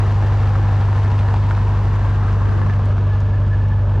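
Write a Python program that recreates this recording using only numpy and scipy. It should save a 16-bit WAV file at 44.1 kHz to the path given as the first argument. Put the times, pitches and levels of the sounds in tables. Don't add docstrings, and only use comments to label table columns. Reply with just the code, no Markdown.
import sys
import numpy as np
from scipy import signal
from scipy.fft import rfft, irfft, next_fast_len
from scipy.io import wavfile
from scipy.ndimage import map_coordinates

SR = 44100
rng = np.random.default_rng(int(sys.argv[2]) if len(sys.argv) > 2 else 0)


def persist_wave(psi):
    counts = np.round(np.clip(psi, -1, 1) * 32767).astype(np.int16)
    wavfile.write(sys.argv[1], SR, np.atleast_2d(counts).T)


N = 176400

# (frequency [Hz], relative density [dB])
ROAD_SPECTRUM = [(50, 0), (300, -5), (1000, -10), (3000, -30), (7000, -50), (9000, -60), (15000, -70)]
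BREEZE_SPECTRUM = [(20, -0.5), (80, -4.5), (160, -12.5), (300, -26.5), (1000, -58.5), (4000, -120)]
PUFF_SPECTRUM = [(20, -9.5), (80, -2), (170, -1), (300, -4), (600, -14.5), (1500, -22), (4000, -56),
                 (12000, -110)]
RUMBLE_SPECTRUM = [(15, -9), (35, -2), (70, 4.5), (120, -0.5), (200, 1.5), (260, -5.5), (340, -17),
                   (600, -38.5), (1500, -88.5)]
GRIT_SPECTRUM = [(1000, -24.5), (3000, 4), (7000, -3.5), (9000, -10.5), (14000, -20)]
# (frequency [Hz], relative density [dB])
FLANK_BODY = [(160, -28.5), (280, -5), (340, -2), (430, -2.5), (490, -3.5), (640, -3.5), (1050, -2),
              (1150, -6.5), (1280, -6), (1500, -10), (1750, -7.5), (2100, -17), (3000, -17), (4000, -51.5)]
REAR_BODY = [(160, -28), (280, -1), (390, -1), (520, -2.5), (600, 2.5), (700, -6), (870, -1.5), (1050, -4),
             (1280, -8.5), (1470, -9.5), (1700, -8.5), (1950, -24), (3000, -32.5), (4000, -54)]
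FLANK_TREBLE = [(1200, -29), (2000, -1), (2400, -3), (2750, -1.5), (3100, -5), (4000, -8.5), (5000, -12),
                (6000, -14.5), (7500, -19.5), (8600, -28.5), (12100, -32), (13300, -41.5), (15000, -44.5)]
REAR_TREBLE = [(1200, -27.5), (2000, -2), (2800, -3), (4000, -10), (5800, -16.5), (7000, -19.5),
               (7700, -27), (11000, -36.5), (15000, -44.5)]
# (time [s], relative level [dB])
GRIT_TICKS = [(0.933, -41), (1.852, -43.5), (3.204, -35), (3.479, -43), (3.685, -41)]
# (time [s], level [dB])
CHIRPS = [(2.63, -40.5), (2.72, -37.5), (3.0, -46.5), (3.125, -40), (3.2, -43.5), (3.28, -41), (3.36, -41),
          (3.46, -41.5), (3.535, -37), (3.605, -41), (3.65, -42.5), (3.72, -41), (3.8, -43), (3.87, -44),
          (3.96, -46)]
# (time [s], relative level [dB], centre [Hz])
KNOCKS = [(.434, -21.5, 900), (0.554, -18.5, 1040), (0.929, -21.5, 994), (1.115, -30.5, 2940),
          (1.191, -26, 2410), (1.287, -20, 1054), (1.341, -17, 980), (1.51, -16.5, 1130),
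          (1.578, -19.5, 930), (2.616, -20, 945), (2.698, -21, 1260), (2.736, -29.5, 1550),
          (2.794, -20, 626), (2.981, -21.5, 900)]
# (peak time [s], swell sigma [s], centre [Hz], width [Hz], level [dB])
PANEL_MODES = [(.45, 0.51, 795, 80, -41), (1.4, .6, 952, 170, -39), (2.35, 0.44, 1127, 300, -38.5),
               (2.35, 0.42, 1588, 110, -45.5)]
# (time [s], relative body level [dB], relative treble level [dB])
CLATTER_LEVELS = [(0, -30, -44), (.6, -30, -44.5), (1.2, -31, -45), (1.9, -31.5, -45.5), (2.4, -32, -47),
                  (2.72, -33.5, -48), (2.9, -32.5, -48), (3.5, -35, -50), (4, -33.5, -51)]
# (time [s], firing rate [Hz])
FIRING_RATE = [(0, 99.4), (.3, 99.9), (.6, 99.45), (1.4, 99.45), (2.4, 98.55), (3.2, 98.4), (4, 98.0)]
# (time [s], relative level [dB])
DRONE_LEVELS = [(0, -14.5), (1.2, -14), (1.6, -15.5), (2.3, -15.5), (2.7, -15), (4, -15)]
THROB_LEVELS = [(0, -28.5), (.6, -26), (1.06, -32), (1.58, -25.5), (2.38, -25.5), (2.7, -30), (3.1, -27.5),
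                (4, -25.5)]
# (multiple of lope rate [1], level re drone [dB])
LOPE_ORDERS = [(2, -36), (3, -37), (5, -23), (6, -15), (7, -22.5), (9, -16), (10, -17.5), (11, -31),
               (12, -17), (13, -38), (14, -42.5), (15, -38.5), (16, -36), (17, -32.5), (18, -32.5),
               (20, -30.5), (21, -35.5)]
# (frequency [Hz], correlation [1])
COHERENCE = [(100, .999), (300, 1), (500, 0.99), (800, 0.92), (2000, 0.9), (5000, .86), (7000, 0.44),
             (9000, .55), (10500, 0.94), (13000, .6)]
# (frequency [Hz], left minus right [dB])
BALANCE = [(100, 0.33), (300, -1), (550, 1.3), (1000, 1.9), (2000, 0.6), (7000, 1), (9000, -0.5)]
# (time [s], side gain [dB])
SIDE_GAIN = [(0, -1.5), (2.0, 0.5), (2.4, 1.5), (2.72, 0.5), (2.9, -6), (3.2, -16.5), (3.5, -29.5),
             (4, -39)]

FIRINGS_PER_LOPE = 8
TIME_S = np.arange(N) / SR


def amp(db):
    return 10 ** (np.asarray(db) / 20)


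def unit_rms(x):
    return x / np.sqrt(np.mean(x ** 2) + 1e-20)


def log_interp(points, hz):
    knots_hz, values = np.transpose(points)
    return np.interp(np.log(hz + 1), np.log(knots_hz + 1), values)


def curves(rows):
    times_s, *columns = np.transpose(rows)
    return [np.interp(TIME_S, times_s, column) for column in columns]


def wobble(knots_per_s):
    return map_coordinates(rng.standard_normal(1024), [TIME_S * knots_per_s], mode="wrap")


def swell(peak_s, sigma_s):
    return np.exp(-((TIME_S - peak_s) / sigma_s) ** 2 / 2)


def decay(age_s, t60_s):
    return (age_s >= 0) * np.exp(-np.log(1000) * np.abs(age_s) / t60_s)


def filtered(x, response):
    size = next_fast_len(N + SR // 2)
    return irfft(rfft(x, size) * response(np.fft.rfftfreq(size, 1 / SR)), size)[..., :N]


def stereo_noise(response, drive=1):
    def mid_side(f):
        angle = np.arccos(np.clip(log_interp(COHERENCE, f), -1, 1)) / 2
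        return response(f) * np.array([np.cos(angle), np.sin(angle)])
    mid, side = filtered(drive * rng.standard_normal((2, N)), mid_side)
    return unit_rms(np.array([mid + side, mid - side]))


def rush(spectrum, drive=1):
    return stereo_noise(lambda f: amp(log_interp(spectrum, f)), drive)


def ring(hz, width_hz, drive=1):
    return stereo_noise(lambda f: (1j * f * width_hz / (hz * hz - f * f + 1j * f * width_hz)) ** 2, drive)


def road(level_db=-44):
    return amp(level_db) * rush(ROAD_SPECTRUM)


def wind(puff_db=-31, breeze_db=-48):
    def ports(spectrum):
        return unit_rms(filtered(rng.standard_normal((2, N)), lambda f: amp(log_interp(spectrum, f))))
    flutter = amp(wobble(11))
    puff = amp(puff_db) * swell(peak_s=2.55, sigma_s=0.12) * ports(PUFF_SPECTRUM)
    return flutter * (puff + amp(breeze_db) * ports(BREEZE_SPECTRUM))


def grit(cracks_per_s=54, tick_gain_db=-7.5, crackle_gain_db=-20.5):
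    _, treble_db = curves(CLATTER_LEVELS)
    cracks = (rng.random(N) < cracks_per_s / SR) * rng.random(N)
    crackle = unit_rms(signal.lfilter([1], [1, -decay(1 / SR, t60_s=0.018)], cracks))
    ticks = sum(amp(db + tick_gain_db) * decay(TIME_S - at_s, t60_s=0.021) for at_s, db in GRIT_TICKS)
    return rush(GRIT_SPECTRUM) * (ticks + amp(treble_db + crackle_gain_db) * crackle)


def rumble(level_db=-32):
    return amp(level_db + wobble(2.9)) * rush(RUMBLE_SPECTRUM)


def pump(lope_rad, order=36.2, level_db=-48, waver_db=2):
    return np.sqrt(2) * amp(level_db + waver_db * wobble(4.4)) * np.cos(order * lope_rad + 0.23 * wobble(15))


def bearing():
    bursts = sum(amp(db) * swell(at_s, sigma_s=0.015) for at_s, db in CHIRPS)
    return bursts * ring(hz=1724, width_hz=79)


def knocks(gain_db=-5, log_width=0.75):
    out = np.zeros(N + SR)
    age_s = np.arange(SR // 10) / SR
    for at_s, db, hz in KNOCKS:
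        rattle = rng.standard_normal(len(age_s)) * decay(age_s, t60_s=0.061)
        rattle[0] += 2.5 * np.sqrt(SR / hz)
        band_hz = hz * np.exp(log_width * np.array([-.5, .5]))
        knock = signal.sosfilt(signal.butter(2, band_hz, "band", fs=SR, output="sos"), rattle)
        out[round(at_s * SR):][:len(age_s)] += 2 * amp(db + gain_db) * knock / np.abs(knock).max()
    return out[:N]


def tapping(lope_rad, taps_per_s=240, decay_s=0.0021, spread_db=1.5, tap_share=0.26):
    hits = rng.random(N) < taps_per_s / SR
    strength = amp(spread_db * np.clip(rng.standard_normal(N), -2, 2))
    power = signal.lfilter([1], [1, -np.exp(-2 / (decay_s * SR))], hits * strength ** 2)
    pulse_db = -0.46 * np.cos(FIRINGS_PER_LOPE * lope_rad) + 0.38 * np.cos(lope_rad)
    return np.sqrt(1 - tap_share + tap_share * power / power.mean()) * amp(pulse_db)


def panels(taps, chatter_db=2.1):
    out = np.zeros((2, N))
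    for peak_s, sigma_s, hz, width_hz, db in PANEL_MODES:
        shaking = taps * amp(chatter_db * wobble(24))
        out += amp(db) * swell(peak_s, sigma_s) * ring(hz, width_hz, shaking)
    return out


def clatter(taps, turn_s=(2.55, 3.0), body_cutoff_hz=2210, body_gain_db=-1, treble_gain_db=-.5):
    def radiated(flank, rear):
        return np.cos(turn_rad) * rush(flank, taps) + np.sin(turn_rad) * rush(rear, taps)
    turn_rad = np.interp(TIME_S, turn_s, [0, np.pi / 2])
    body_db, treble_db = curves(CLATTER_LEVELS)
    body = filtered(radiated(FLANK_BODY, REAR_BODY), lambda f: 1 / (1 + (f / body_cutoff_hz) ** 8))
    body = amp(body_db + body_gain_db + 0.19 * wobble(14)) * unit_rms(body)
    treble = amp(treble_db + treble_gain_db + 0.45 * wobble(13)) * radiated(FLANK_TREBLE, REAR_TREBLE)
    return body + treble


def exhaust(lope_rad, drone_gain_db=-1, throb_gain_db=3, surge_db=.5, combustion_waver_db=0.05):
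    drone_db, = curves(DRONE_LEVELS)
    throb_db, = curves(THROB_LEVELS)
    drone = np.cos(FIRINGS_PER_LOPE * lope_rad)
    for order, db in LOPE_ORDERS:
        gain = np.sign(FIRINGS_PER_LOPE - order) * amp(db + 0.7 * wobble(2.8))
        drone += gain * np.cos(order * lope_rad + wobble(13) / np.pi ** 2)
    drone *= amp(surge_db * np.sin(lope_rad) + combustion_waver_db * wobble(20))
    throb = np.cos(FIRINGS_PER_LOPE / 2 * lope_rad)
    return np.sqrt(2) * (amp(drone_db + drone_gain_db) * drone + amp(throb_db + throb_gain_db) * throb)


def place(x, right_lead_s=3.2e-5, lead_fade_hz=6500):
    def response(f):
        half = np.array([[.5], [-.5]])
        lead_s = right_lead_s / (1 + (f / lead_fade_hz) ** 2)
        return amp(half * log_interp(BALANCE, f)) * np.exp(-2j * np.pi * half * f * lead_s)
    return filtered(x, response)


def scene():
    firing_hz, = curves(FIRING_RATE)
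    firing_hz *= 1 + 0.00055 * wobble(5.2)
    lope_rad = 2 * np.pi * np.cumsum(firing_hz) / SR / FIRINGS_PER_LOPE
    taps = tapping(lope_rad)
    roller = exhaust(lope_rad) + pump(lope_rad) + rumble() + clatter(taps) + panels(taps)
    roller += bearing() + knocks() + grit()
    return place(roller) + road() + wind()


def record(dry):
    cutoff_hz = 15500
    side_db, = curves(SIDE_GAIN)
    mid = dry.mean(axis=0)
    return filtered(mid + amp(side_db) * (dry - mid), lambda f: f < cutoff_hz)


dry = scene()
out = record(dry)
persist_wave(out)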